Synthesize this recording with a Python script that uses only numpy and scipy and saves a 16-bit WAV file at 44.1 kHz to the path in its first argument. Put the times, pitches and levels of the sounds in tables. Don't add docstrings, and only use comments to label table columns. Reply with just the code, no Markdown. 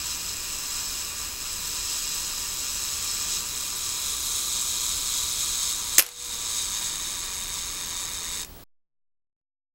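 import sys
import numpy as np
from scipy import signal
from scipy.fft import rfft, irfft, next_fast_len
from scipy.io import wavfile
from scipy.ndimage import uniform_filter1d

SR = 44100
rng = np.random.default_rng(int(sys.argv[2]) if len(sys.argv) > 2 else 0)


def boost_factor(decibels):
    exponent = np.asarray(decibels, float) / 20
    return 10 ** exponent


def generate_wav(signal):
    frames = np.transpose(np.atleast_2d(signal))
    scaled = np.clip(frames, -1, 1) * 32767
    pcm = np.round(scaled).astype(np.int16)
    wavfile.write(sys.argv[1], SR, pcm)


N = 429534
STOP_S = 8.437


def rms_one(x):
    return x / np.sqrt(np.mean(x ** 2) + 1e-20)


def in_time(rows):
    s, *columns = np.transpose(rows)
    return [np.interp(np.arange(N) / SR, s, column) for column in columns]


def coloured(x, spectrum):
    size = next_fast_len(x.shape[-1])
    hz = np.maximum(np.fft.rfftfreq(size, 1 / SR), 1)
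    curve_hz, curve_db = np.transpose(spectrum)
    gain = boost_factor(np.interp(np.log(hz), np.log(curve_hz), curve_db))
    return irfft(rfft(x, size) * gain, size)[..., :x.shape[-1]]


def resonance(x, hz, width_hz):
    r = np.exp(-np.pi * width_hz / SR)
    top = [(1 - r * r) / 2, 0, (r * r - 1) / 2]
    bottom = [1, -2 * r * np.cos(2 * np.pi * hz / SR), r * r]
    return signal.lfilter(top, bottom, x + 1e-18)


def drift(rate_per_s):
    r = np.exp(-2 * np.pi * rate_per_s / SR)
    noise = rng.standard_normal(N + SR)
    return rms_one(signal.lfilter([1], [1, -2 * r, r * r], noise)[SR:])


# pitch_hz, level_db (per Hz)
RUMBLE_COLOUR = [(8.8, -30), (15, 0), (83, -5), (108, -13), (194, -15), (237, -21), (413, -20), (450, -19),
                 (580, -49), (990, -120)]


def rumble():
    return boost_factor(-47) * rms_one(coloured(rng.standard_normal(N), RUMBLE_COLOUR))


# pitch_hz, level_db (per Hz)
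HISS_COLOUR = [(30, -1.5), (300, 4), (1000, -2), (4000, -20), (9000, -16), (15700, -6.5)]
# pitch_hz, level_db (per Hz)
AMPLIFIER_COLOUR = [(710, -31.5), (1200, -9), (4180, -3), (5670, -5.5), (15000, -14)]


def hiss():
    mid, side = rms_one(coloured(rng.standard_normal((2, N)), HISS_COLOUR))
    wide = boost_factor(-48) * (mid + boost_factor(-13) * side * [[1], [-1]])
    common = boost_factor(-53) * rms_one(coloured(rng.standard_normal(N), AMPLIFIER_COLOUR))
    return wide + common


# pitch_hz, level_db
WHINES = [(15734.25, -53), (15747.2, -58)]


def whine():
    t = np.arange(N) / SR
    return sum(boost_factor(db) * np.sqrt(2) * np.sin(2 * np.pi * hz * t) for hz, db in WHINES)


def room(x):
    t60_s = .13
    t = np.arange(round(.4 * SR)) / SR
    tail = rng.standard_normal(len(t)) * boost_factor(-60 * t / t60_s) * (t > .002)
    return signal.fftconvolve(x, tail / np.sqrt(np.sum(tail ** 2)))[:N]


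def mirror():
    level_db, t60_s, low_hz, high_hz = -18, .4, 600, 5000
    after = np.arange(N) / SR - SHUTTER[3][0]
    band = signal.butter(2, [low_hz, high_hz], "band", fs=SR, output="sos")
    shudder = rms_one(signal.sosfilt(band, rng.standard_normal(N)))
    return boost_factor(level_db - 60 * np.maximum(after, 0) / t60_s) * (after > 0) * shudder


# pitch_hz, level_db, t60_s (time to fall 60 dB)
SPRINGS = [(370, -22, .25), (486, -34, 1.1), (900, -34, .06)]


def springs():
    rise_s = .012
    after = np.maximum(np.arange(N) / SR - SHUTTER[1][0], 0)
    out = np.zeros(N)
    for hz, db, t60_s in SPRINGS:
        fade = boost_factor(db - 60 * after / t60_s) * (1 - np.exp(-after / rise_s))
        out += fade * np.sin(2 * np.pi * hz * after)
    return out


# start_s, level_db (peak), pitch_hz (ringing part), ring_db
SHUTTER = [(5.9809, -13.5, 6840, -3), (5.9827, 0, 6900, 3), (5.9867, -7.5, 7260, 1),
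           (5.9911, 4.5, 11800, -2.5), (5.9952, 9, 5280, -4.5), (6.001, 4.5, 12400, -4),
           (6.0047, -8, 6280, 5), (6.0123, -8.5, 11500, -1), (6.023, -4.5, 11000, -3.5)]
# start_s, level_db (peak), pitch_hz (ringing part), ring_db
BOUNCES = [
    (6.0641, -11, 6200, -5),
    (6.0887, -14, 7300, -4),
    (8.4475, -31, 6500, -1),
]
# pitch_hz, level_db (per Hz)
CRACK_COLOUR = [(59, -63), (100, -27.5), (473, -6.5), (740, -36), (1210, -6.5), (1460, -13), (2440, -2),
                (4610, -12), (5240, -1.5), (5710, -7), (7690, -9), (12300, -4), (16200, -19.5)]


def shutter():
    rise_s, decay_s, slower_decay_s = 0.00028, 0.0019, 0.0023
    t = np.arange(round(.04 * SR)) / SR
    shape = np.exp(-t / decay_s) + 0.69 * np.exp(-t / slower_decay_s)
    shape = shape * np.minimum(t / rise_s, 1)
    out = np.zeros(N)
    for s, db, hz, ring_db in SHUTTER + BOUNCES:
        burst = rng.standard_normal(len(t))
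        crack = rms_one(coloured(burst, CRACK_COLOUR))
        ring = boost_factor(ring_db - 1.5) * rms_one(resonance(burst, hz, 900))
        i = round(s * SR)
        out[i:i + len(t)] += boost_factor(db - 6.0) * (crack + ring) * shape
    return out


# time_s, teeth_passed
WHEEL = [(0.0, -0.06), (0.288, 45.5), (0.446, 68.09), (1.254, 190.26), (1.6, 236.53), (2.335, 346.43),
         (2.552, 375.81), (3.04, 444.93), (3.4, 497.7), (3.757, 543.41), (4.527, 648.37), (5.053, 711.88),
         (5.741, 798.33), (6.081, 835.84), (6.98, 936.91), (7.418, 977.7), (8.424, 1067.19),
         (8.47, 1070.11)]
# place (share of a tooth, negative is before the whole count), level_db,
# brightness_db
CONTACTS = [(-.24, -2, -5.5), (-.11, -3, -3.5), (.23, -4.5, 1.5), (.38, -6.5, -6)]


def escapement():
    jitter_s, rattle_per_s, rattle_db, settling_db_per_s = .00025, 1500, -21.5, .4
    teeth = in_time(WHEEL)[0] + .4 * drift(3)
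    at, level_db, bright_db = [], [], []
    for place, db, bright in CONTACTS:
        hits = np.flatnonzero(np.diff(np.floor(teeth - place)) > 0)
        late = np.round(jitter_s * SR * rng.standard_normal(len(hits))).astype(int)
        at.append(hits + late)
        level_db.append(np.full(len(hits), float(db)))
        bright_db.append(np.full(len(hits), float(bright)))
    loose = np.flatnonzero(rng.random(N) < rattle_per_s / SR)
    surprise_db = 4.0 * np.minimum(rng.exponential(1, len(loose)), 3)
    at.append(loose)
    level_db.append(rattle_db - settling_db_per_s * loose / SR + surprise_db)
    bright_db.append(np.full(len(loose), -3.0))
    at = np.concatenate(at)
    running = (at > 0) & (at < STOP_S * SR)
    return at[running], np.concatenate(level_db)[running], np.concatenate(bright_db)[running]


# time_s, level_db
DRIVE = [(0, -31), (.4, -33.5), (.82, -31), (1.33, -34.5), (1.93, -29.5), (2.45, -31.5), (3.37, -28.5),
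         (3.43, -32), (4.38, -28), (5.7, -27.5), (5.82, -31), (5.96, -29), (6.12, -26.5), (6.3, -31),
         (6.6, -28.5), (7.22, -32.5), (8.38, -33), (8.44, -31.5)]
# share_of_drive_swing, early_db, middle_db, late_db (against the mean drive)
GROUPS = [(.3, -11.5, -13.5, -12.5), (1.08, -0.5, -1.24, -0.7), (0.42, -11, -7.5, -11)]


def ringing_levels():
    mean_db, gear_teeth, gear_start_teeth = -31, 33.6, 17.5
    drive_db, = in_time(DRIVE)
    turn = 2 * np.pi * (in_time(WHEEL)[0] - gear_start_teeth) / gear_teeth
    swell_db = 0.7 * np.cos(turn) + 0.2 * np.cos(2 * turn)
    swing_db = drive_db - mean_db + swell_db
    lever, = in_time(LEVER)
    levels = []
    for share, *stage_db in GROUPS:
        loading_db = np.interp(lever, range(3), stage_db)
        levels.append(mean_db + share * swing_db + loading_db + 0.39 * drift(14.0))
    return levels


def scuff(clicks):
    r = np.exp(-1 / (.0003 * SR))
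    burst = signal.lfilter([(1 - r) ** 1.5 * 2], [1, -2 * r, r * r], clicks + 1e-18)
    return burst * rng.standard_normal(N)


# time_s, position (0 early, 1 middle, 2 late)
LEVER = [(0, 0), (3.4, 0.2), (4.3, 1), (5.9, 1.3), (6.9, 1.8), (8.5, 2.1)]
# pitch_hz, width_hz, early_db,
# middle_db, late_db
RINGING_PARTS = [(951, 87, -12, -14.5, -6.5), (1220, 115, -8.5, -10, -6.5), (1412, 40, -8, -11, -10),
                 (1608, 160, -12.5, -18.5, -9), (1863, 90, -9.5, -17.5, -4), (2160, 310, -15, -15.5, -7),
                 (2420, 150, -6, -9, -4.5), (2772, 150, -3.5, -12, -7.5),
                 (3146, 167, -12, -14, -9.5), (3402, 90, -9.5, -7.5, -7.5), (3708, 120, -9.5, -4.5, 3.5),
          (3969, 226, -5.5, -4.5, -4), (4410, 110, -8, -8.5, -2), (4870, 120, -3.5, -8, -3),
          (5293, 130, 1, -5, -1), (5957, 76, -2, -5, -7.5), (6150, 85, -4, -6.5, -2.5),
          (6580, 240, -4, -2.5, 3.5), (6840, 30, 1, 0.5, -7.5), (7000, 120, -6, -6, -3),
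          (7705, 270, 2.5, 0, 3.5), (7890, 420, -1, -3.5, 0.5),
                 (8570, 150, -14.5, -9.5, -10), (9215, 590, -16, -7.5, -7.5), (10670, 1400, -15.5, -13.5, -15),
        (11860, 510, -22, -12, -18.5), (11840, 310, -13.5, -17.5, -22), (13040, 400, -17, -12.5, -11.5),
        (13700, 890, -11.5, -14.5, -23.5), (15260, 620, -16, -14.5, -17.5)]


def whirr():
    at, level_db, bright_db = escapement()
    lever, = in_time(LEVER)
    groups = np.zeros((3, N))
    for k, (hz, width_hz, *stage_db) in enumerate(RINGING_PARTS):
        db = level_db + bright_db * np.log2(hz / 2500) / 2
        db = db + np.interp(lever[at], range(3), stage_db)
        strength = 0.78 + 0.42 * rng.standard_normal(len(at))
        clicks = np.zeros(N)
        np.add.at(clicks, at, boost_factor(db) * strength)
        if hz > 8300:
            width_hz = width_hz * 1.5
            clicks = resonance(scuff(clicks), hz, width_hz)
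        groups[int(hz > 3000) + int(hz > 9000)] += resonance(clicks, hz, width_hz) * (-1) ** k
    out = 0
    for group, db in zip(groups, ringing_levels()):
        loudness = np.sqrt(uniform_filter1d(group[:round(STOP_S * SR)] ** 2, size=SR // 2))
        loudness = np.pad(loudness, (0, N - len(loudness)), "edge")
        out = out + group / loudness * boost_factor(db)
    return out


def scene():
    camera = whirr() + shutter() + springs()
    camera = camera + boost_factor(-10.0) * room(camera)
    return camera + mirror() + rumble() + hiss() + whine()


def gain_control_db():
    depth_db, start_s, attack_s, hold_s, release_s = -16, 5.982, 0.016, .15, 0.089
    after = np.arange(N) / SR - start_s
    held = np.maximum(after - attack_s - hold_s, 0)
    return depth_db * np.clip(after / attack_s, 0, 1) * np.exp(-held / release_s)


def top_cut(x):
    return signal.sosfilt(signal.butter(12, 16470, fs=SR, output="sos"), x)


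def record(dry):
    top_hz, cut_s = 15790, 8.639
    x = coloured(dry * boost_factor(gain_control_db()), [(top_hz - 20, 0), (top_hz + 30, -45)])
    after = np.arange(N) / SR - cut_s
    x = np.clip(x, -1, 1) * np.clip(-after / 0.002, 0, 1)
    settling = (after > 0) * 0.002 * np.exp(-after / 0.25) * np.cos(6.3 * after)
    return top_cut(x + settling)


dry = scene()
out = record(dry)
generate_wav(out)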